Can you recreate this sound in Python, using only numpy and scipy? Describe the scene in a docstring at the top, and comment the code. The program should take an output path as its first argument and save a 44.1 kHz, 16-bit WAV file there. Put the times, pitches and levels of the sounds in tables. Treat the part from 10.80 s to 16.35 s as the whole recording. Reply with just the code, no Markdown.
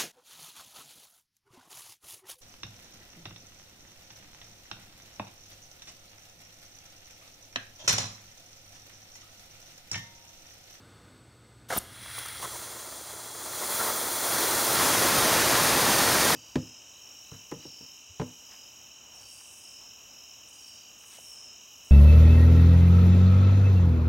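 """Steam hisses through a small boiler drain valve turned open by hand, and swells to a roar turn by turn.
Its jet is noise with flecks of water, coloured by the opening, the wetness and the ringing valve body.
First a slug of condensate bursts out with a falling squeal, and the valve spits: short noise bursts and
a gliding sine, with a thin room tail. All is heard close to one microphone in a workshop of steady
machinery noise, with a motor's hum and a motor drive's whine made of sines."""
import sys
import numpy as np
from scipy import signal
from scipy.fft import rfft, irfft
from scipy.io import wavfile
from scipy.ndimage import uniform_filter1d

SR = 44100
rng = np.random.default_rng(int(sys.argv[2]) if len(sys.argv) > 2 else 0)


def file_out(sig):
    """Save sig as 16-bit WAV at sys.argv[1]."""
    # one column per channel
    cols = np.atleast_2d(sig).T
    # limit, then scale
    lim = np.clip(cols, -1, 1)
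    pcm = np.round(lim * 32767).astype(np.int16)
    wavfile.write(sys.argv[1], SR, pcm)


N = 244755
# the time of every sample in seconds, and the frequency of every spectrum bin in Hz
T, HZ = np.arange(N) / SR, np.fft.rfftfreq(N, 1 / SR)


def gain_of(db):
    """Turns decibels into a factor for the sound pressure."""
    return 10 ** (np.asarray(db) / 20)


def evened(x):
    """Scales a signal to an rms of 1, so that a level set later is its true loudness."""
    return x / np.sqrt(np.mean(x ** 2) + 1e-20)


def read(points, hz):
    """Reads every column of a spectrum table, in straight lines over log frequency."""
    f, *columns = np.transpose(points)
    return np.array([np.interp(np.log(hz + 1), np.log(f + 1), c) for c in columns])


def follow(rows, t):
    """Reads every column of a table of points in time, in straight lines."""
    s, *columns = np.transpose(rows)
    return np.array([np.interp(t, s, c) for c in columns])


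def bell(x, centre, width):
    """A rounded peak of height 1."""
    return np.exp(-.5 * ((x - centre) / width) ** 2)


def above(hz, edge_hz):
    """A steep smooth step from 0 to 1 at the edge."""
    return 1 / (1 + (edge_hz / (hz + 1)) ** 24)


def noise(gain):
    """Random noise of rms 1, shaped by a gain at every frequency."""
    return evened(irfft(rfft(rng.standard_normal(N)) * gain, N))


def flutter(rate_hz):
    """Slow random unsteadiness of rms 1, with changes up to about the given rate."""
    return noise(HZ / (HZ + 3) / (1 + (HZ / rate_hz) ** 2))


def tones(rows):
    """Steady sines, each starting at a random point of its cycle."""
    total = 0
    for hz, db in rows:
        cycles = hz * T + rng.random()
        total = total + np.sqrt(2) * gain_of(db) * np.sin(2 * np.pi * cycles)
    return total


# Colour of the machinery noise. Each row: frequency in Hz, relative level in dB per Hz.
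MACHINERY_COLOUR = [(25, -32), (50, -8), (110, 6), (160, 1), (280, -1.5), (450, -5), (750, -10),
                    (1050, -10.5), (1600, -12), (1950, -16), (3500, -18), (6000, -21.5), (9500, -27),
                    (15000, -34)]
# Hollow bands in that noise. Each row: middle in Hz, half width in Hz, lift in dB.
MACHINERY_BANDS = [(1240, 41, 5), (1470, 37, 7), (2100, 43, 6), (3600, 130, 5.5), (4420, 110, 8)]
# Level of the workshop. Each row: time in seconds, machinery noise in dB, swell of drone and hum in dB.
WORKSHOP_LEVEL = [(0.25, -55, -2), (0.43, -57.5, -3.5), (1.4, -59, 3), (2.0, -63, -4)]
# Hum of a motor. Each row: frequency in Hz, level in dB before the swell.
MOTOR_HUM = [(59.2, -70), (118.4, -60.5), (236.9, -75.5), (307, -72)]
# Switching whine of a motor drive with its sidebands. Each row: frequency in Hz, average level in dB.
DRIVE_WHINE = [(7932, -77), (8000, -80), (8069, -71)]


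def workshop(hum_waver_db=1.0, whine_waver_db=0.7, drone_hz=85, drone_width_hz=24, drone_db=-62):
    """Machinery is broad noise and a narrow low drone; the motor and its drive sing in steady tones."""
    noise_db, swell_db = follow(WORKSHOP_LEVEL, T)
    colour_db = read(MACHINERY_COLOUR, HZ)[0]
    colour_db = colour_db + sum(db * bell(HZ, hz, width) for hz, width, db in MACHINERY_BANDS)
    machinery = noise(gain_of(colour_db)) * gain_of(noise_db)
    drone = gain_of(drone_db) * noise(bell(HZ, drone_hz, drone_width_hz))
    hum = tones(MOTOR_HUM) * gain_of(hum_waver_db * flutter(3.3))
    whine = tones(DRIVE_WHINE) * gain_of(whine_waver_db * flutter(4.5))
    return machinery + (drone + hum) * gain_of(swell_db) + whine


# First blast of spray as the seat lifts: it grows steadily, then breaks off.
BLAST_S, BLAST_LENGTH_S, BLAST_GROWTH_DB_PER_S = 0.887, 0.103, 118
BLAST_THUMP_DB, BLAST_HISS_DB, BLAST_FIZZ_DB = -65, -50.5, -48.5  # levels at its start
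# Slugs of water gurgling through the spout.
# Each row: start in seconds, length in seconds, level of the gurgle in dB, pitch in Hz.
# Here and in the next two tables, the shortest bursts fade out before they reach their full level.
SLUGS = [(0.888, 0.015, -52, 1310), (0.902, 0.018, -31, 800), (0.924, 0.015, -28, 644),
         (0.937, 0.041, -37, 1150), (1.259, 0.0043, -37, 1390), (1.38, 0.0056, -36.5, 1200),
         (1.454, 0.0091, -41, 1600), (1.56, 0.0032, -41, 1400), (1.625, 0.038, -38, 1060),
         (2.997, 0.034, -33.5, 1360), (3.06, 0.054, -34, 1050), (3.987, 0.05, -29.5, 1050)]
SLUG_THUMP_DB, SLUG_HISS_DB, SLUG_FIZZ_DB = -19.5, -14.5, -22  # relative to the gurgle
# Knocks of water hammering in the pipe. Each row: start in seconds, length in seconds, thump in dB.
KNOCKS = [(0.962, 0.007, -33.5), (0.975, 0.0063, -33)]
KNOCK_HZ, KNOCK_GURGLE_DB = 650, 0  # pitch of their gurgle, and its level relative to the thump
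# Spits of spray. Each row: start in seconds, length in seconds, level of the fizz in dB.
SPITS = [(1.37, 0.004, -44), (1.386, 0.0046, -33), (1.458, 0.004, -37), (1.484, 0.006, -37.5),
         (1.618, 0.033, -42)]
SPIT_HISS_DB = -5.5  # relative to the fizz
# Colours of a gurgle, of the hiss of spray and of its fizz.
# Each row: frequency in Hz, relative level in dB per Hz.
GURGLE_COLOUR = [(150, -20), (350, -7.5), (550, 0.5), (950, -5.5), (1300, 0), (1650, -2), (2050, -4.5),
                 (2600, -22), (4000, -48)]
SPRAY_COLOUR = [(1800, -15), (2700, 4), (3400, 8.5), (4500, 5), (6200, 8), (8200, 2), (9500, -28)]
FIZZ_COLOUR = [(7500, -33), (8700, 5), (10200, 1), (10900, -5), (12800, -3), (15700, -7)]


def spits(edge_s=0.0055, thump_hz=170, bubble_db=8, bubble_width=0.17):
    """Each slug of water thumps, gurgles in the spout at its own pitch and tears into spray."""
    thump = noise((HZ / (HZ + 50)) ** 2 / (1 + (HZ / thump_hz) ** 2))
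    spray = noise(gain_of(read(SPRAY_COLOUR, HZ)[0]))
    fizz = noise(gain_of(read(FIZZ_COLOUR, HZ)[0]))
    gurgle_colour = read(GURGLE_COLOUR, HZ)[0]

    def gurgle(hz):
        """Water bubbling in the spout: noise that is strongest around one pitch."""
        return noise(gain_of(gurgle_colour + bubble_db * bell(HZ, hz, bubble_width * hz)))

    def gate(s, length):
        """Lets a burst through, with short straight fades centred on its start and end."""
        return np.clip(np.minimum(T - s, s + length - T) / edge_s + .5, 0, 1)

    growth = gain_of(BLAST_GROWTH_DB_PER_S * np.clip(T - BLAST_S, 0, BLAST_LENGTH_S))
    blast = gain_of([BLAST_THUMP_DB, BLAST_HISS_DB, BLAST_FIZZ_DB]) @ [thump, spray, fizz]
    out = gate(BLAST_S, BLAST_LENGTH_S) * growth * blast
    splash = gain_of([SLUG_THUMP_DB, SLUG_HISS_DB, SLUG_FIZZ_DB]) @ [thump, spray, fizz]
    for s, length, db, hz in SLUGS:
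        out += gate(s, length) * gain_of(db) * (gurgle(hz) + splash)
    for s, length, db in KNOCKS:
        knock = thump + gain_of(KNOCK_GURGLE_DB) * gurgle(KNOCK_HZ)
        out += gate(s, length) * gain_of(db) * knock
    for s, length, db in SPITS:
        spit = fizz + gain_of(SPIT_HISS_DB) * spray
        out += gate(s, length) * gain_of(db) * spit
    return out


def room(x, low_t60=0.86, high_t60=0.35, gap_s=.006, bass_db=-6):
    """Echoes merge into a thin, diffuse tail whose treble dies first (t60: seconds to fall by 60 dB)."""
    hz, t, z = signal.stft(rng.standard_normal(SR), SR, nperseg=256)
    t60 = np.interp(hz, [2000, 15000], [low_t60, high_t60])[:, None]
    colour_db = np.interp(hz, [1000, 3000], [bass_db, 0])[:, None]
    fading = gain_of(colour_db - 60 * t / t60) * (t > gap_s)
    tail = signal.istft(z * fading, SR, nperseg=256)[1]
    return signal.fftconvolve(x, tail / np.linalg.norm(tail))[:N]


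# Squeal of the valve seat: the pitch falls ever faster as the gap widens.
SQUEAL_S, SQUEAL_LENGTH_S, SQUEAL_DB = 0.971, 0.017, -26.5
SQUEAL_TOP_HZ, SQUEAL_FALL_HZ, SQUEAL_BEND = 15800, 6760, 1.2
SQUEAL_ATTACK_S, SQUEAL_RELEASE_S = 0.0027, 0.0014


def squeal(waver=0.0146, rough_db=0.0):
    """The narrow seat whistles, and the pitch drops as it lifts."""
    age = np.clip(T - SQUEAL_S, 0, 2 * SQUEAL_LENGTH_S)
    hz = SQUEAL_TOP_HZ - SQUEAL_FALL_HZ * (age / SQUEAL_LENGTH_S) ** SQUEAL_BEND
    cycles = np.cumsum(hz * (1 + waver * flutter(900))) / SR
    whistle = np.sqrt(2) * np.sin(2 * np.pi * cycles)
    attack = np.minimum(age / SQUEAL_ATTACK_S, 1)
    release = np.exp(-np.maximum(T - SQUEAL_S - SQUEAL_LENGTH_S, 0) / SQUEAL_RELEASE_S)
    return whistle * gain_of(SQUEAL_DB + rough_db * flutter(600)) * attack * release


# Turns of the handwheel.
# Each row: start in seconds, length in seconds, share of the full opening that the turn adds (0-1).
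WHEEL_TURNS = [(1.131, 0.27, 0.04), (2.46, 0.7, 0.19), (3.32, 0.33, 0.24), (3.878, 0.13, 0.23),
               (4.048, 0.55, 0.17)]
LEAK = 0.03  # share of the full opening once the seat has lifted, before these turns
# Surges of the flow. Each row: middle in seconds, half width in seconds, lift in dB.
SURGES = [(1.38, 0.043, 2), (1.76, 0.089, 2.5), (2.97, 0.089, 2.5), (4.1, 0.1, 0.5)]
# The steam runs wet until the condensate is gone, then dries gradually (half as wet after DRYING_S).
WET_UNTIL_S, DRYING_S = 1.57, 0.04


def valve(t):
    """Opening (0-1), wetness (0-1) and surge (dB): each turn of the wheel eases the valve further open."""
    opening = LEAK
    for s, length, step in WHEEL_TURNS:
        progress = np.clip((t - s) / length, 0, 1)
        opening = opening + step * np.sin(np.pi / 2 * progress) ** 2
    wet = 1 / (1 + np.maximum(t - WET_UNTIL_S, 0) / DRYING_S)
    surge_db = sum(db * bell(t, s, width) for s, width, db in SURGES)
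    return np.clip(opening, 1e-3, 1), wet, surge_db


def boiler_shell(x, share=0.12, reach_s=.015):
    """The curved shell and pipework send back many short echoes, which ripple the spectrum."""
    taps = np.zeros(int(reach_s * SR))
    taps[rng.integers(90, len(taps), size=60)] = rng.choice([-1, 1], size=60)
    echoes = signal.oaconvolve(x, taps / np.linalg.norm(taps))[:N]
    return evened(x + share * echoes)


# Colour of the jet.
# Each row: frequency in Hz, then relative level in dB per Hz when wet, when throttled and when wide open.
JET_COLOUR = [(25, -45, -40, -19), (60, -19, -14, -3.5), (197, -7, -10, -0.5), (390, -8, 0.5, 0.0),
              (920, -2, 0, -0.9), (1640, -2.5, -10, -3), (2810, -12, -25.5, -8), (4860, -5.5, -11, -15),
              (8160, -7.5, -11, -14), (10500, -5, -17.5, -18.5), (15600, -17, -18, -22.5)]
# Resonances of valve body and spout.
# Each row: middle in Hz, half width in Hz, then lift in dB when wet, when throttled and when wide open.
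CAVITY = [(1050, 148, 0.0, 1.5, 1.0), (1379, 154, 5.5, 6.0, 0.5), (1819, 86, 1.0, 2.5, 3.0),
          (2125, 256, 11.0, 10.0, 0.0), (2757, 152, 10.0, 8.5, 0.0), (3337, 182, 18.0, 15.5, 2.5),
          (3698, 109, 5.0, 3.5, 4.0), (4010, 144, 11.5, 7.5, 4.0), (4125, 42, 0.0, 6.0, 0.5),
          (4507, 238, 4.0, 4.0, 7.5), (4980, 160, 0.0, 0.0, 3.0), (5380, 330, 3.5, 0.5, 7.0),
          (6064, 212, 4.5, 5.5, 7.0), (6563, 160, 1.0, 2.0, 4.0), (6920, 330, 0.5, 5.0, 3.5),
          (7454, 161, 2.5, 5.0, 3.0), (8188, 60, 0.0, 1.0, 2.5), (8601, 84, 4.0, 5.0, 2.0),
          (8881, 208, 8.5, 9.0, 6.5), (9570, 330, 11.0, 10.5, 6.0), (9635, 70, 0.5, 2.0, 2.0),
          (10275, 249, 7.5, 8.0, 3.5), (11124, 99, 0.0, 2.5, 3.5), (11786, 266, 1.0, 3.0, 5.5),
          (12710, 239, 2.5, 7.5, 6.0), (13042, 57, 1.0, 3.5, 0.0), (13545, 211, 7.0, 7.5, 4.0),
          (14312, 171, 10.0, 11.0, 3.5), (14880, 154, 16.5, 10.5, 2.0), (15115, 94, 0.0, 6.5, 3.0),
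          (15494, 169, 15.5, 9.0, 3.5)]
# Treble lift of fine mist: lift in dB, best opening, spread in log opening, and dB without it.
MIST_DB, MIST_OPENING, MIST_SPREAD, NO_MIST_DB = 7, 0.43, 1.13, -2
SURGE_MIST = 0.28  # dB of mist per dB of surge


def turbulence(hz, t, patchy_db, mist_low_hz=8300, mist_full_hz=11200):
    """Wetness and opening set the colour of the flow and how much the cavity rings; eddies make it patchy."""
    opening, wet, surge_db = valve(t)
    mist = bell(np.log(opening), np.log(MIST_OPENING), MIST_SPREAD)
    mist_db = NO_MIST_DB + MIST_DB * mist + SURGE_MIST * surge_db
    # how far the flow is wet, throttled and wide open at each moment
    shares = np.array([wet, (1 - wet) * (1 - opening), (1 - wet) * opening])
    states_db = read(JET_COLOUR, hz)
    for f, width, *lifts in CAVITY:
        states_db = states_db + np.outer(lifts, bell(hz, f, width))
    treble = np.interp(hz, [mist_low_hz, mist_full_hz], [0, 1])
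    colour_db = states_db.T @ shares + np.outer(treble, mist_db)
    # random patches, smoothed over frequency and then over time
    patches = uniform_filter1d(rng.standard_normal(colour_db.shape), size=8, axis=0)
    eddies = evened(uniform_filter1d(patches, size=10, axis=1))
    return gain_of(colour_db), gain_of(patchy_db * eddies)


HISS_DB, CHURN_DB = -19.5, -24.5  # levels for an unchoked flow at full opening
CHOKE = 0.65  # opening beyond which the hiss hardly grows
WET_CHURN_DB = -0.5  # wet steam churns a little less


def jet(split_hz=2350, hiss_flutter_db=0.46, churn_flutter_db=0.1, sputter_db=1.85,
        drops_per_s=700, wet_drop=2.2, dry_drop=1.27):
    """Steam with flecks of water in it excites the valve body: a hiss above, a rougher churn below."""
    drops = (rng.random(N) < drops_per_s / SR) * 2 * rng.uniform(-1.0, 1, N)
    opening, wet, surge_db = valve(T)
    drop_size = np.interp(wet, [0, 1], [dry_drop, wet_drop])
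    # a narrow gap sputters, a wide one runs evenly
    unsteady_db = np.interp(opening, [0, .6], [sputter_db, churn_flutter_db])
    drive = boiler_shell(rng.standard_normal(N) + drop_size * drops)
    hz, t, z = signal.stft(drive, SR, nperseg=1024, noverlap=768)
    colour, eddies = turbulence(hz, t, patchy_db=0.5)

    def band(share, core):
        """One part of the flow, set to unit power in the heart of its band before the eddies."""
        gain = colour / np.sqrt((colour[core] ** 2).sum(0) / len(hz))
        shaped = z * gain * eddies * share[:, None]
        return signal.istft(shaped, SR, nperseg=1024, noverlap=768)[1][:N]

    upper = above(hz, split_hz)
    hiss = band(upper, (hz > 2500) & (hz < 15500))
    churn = band(1 - upper, (hz > 300) & (hz < 2200))
    flow_db = 20 * np.log10(opening) + surge_db
    hiss_level = HISS_DB + flow_db - 10 * np.log10(1 + (opening / CHOKE) ** 2)
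    churn_level = CHURN_DB + flow_db + WET_CHURN_DB * wet
    waver = flutter(19)  # shared by both parts
    hiss = hiss * gain_of(hiss_level + hiss_flutter_db * waver)
    churn = churn * gain_of(churn_level + unsteady_db * evened(.5 * waver + flutter(65)))
    fade_in = np.clip((T - 1.02) / 0.14, 0, 1)
    return (hiss + churn) * fade_in


def scene(spit_room_db=-12.5, squeal_room_db=-19):
    """All sources meet at one microphone, whose signal fills two equal channels."""
    water, whistle = spits(), squeal()
    echo = room(gain_of(spit_room_db) * water + gain_of(squeal_room_db) * whistle)
    mono = workshop() + water + echo + whistle + jet()
    return np.array([mono, mono])


EDGE_HZ = 15800  # top of the band


def record(dry, low_cut_hz=38):
    """The microphone's bass rolls off, then a steep filter limits the band at the top."""
    bass_cut = signal.butter(4, low_cut_hz, "high", fs=SR, output="sos")
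    lean = signal.sosfilt(bass_cut, dry)
    band_limit = signal.firwin(1023, EDGE_HZ, window=("kaiser", 9), fs=SR)
    return signal.oaconvolve(lean, band_limit[None], "same")


dry = scene()
out = record(dry)
file_out(out)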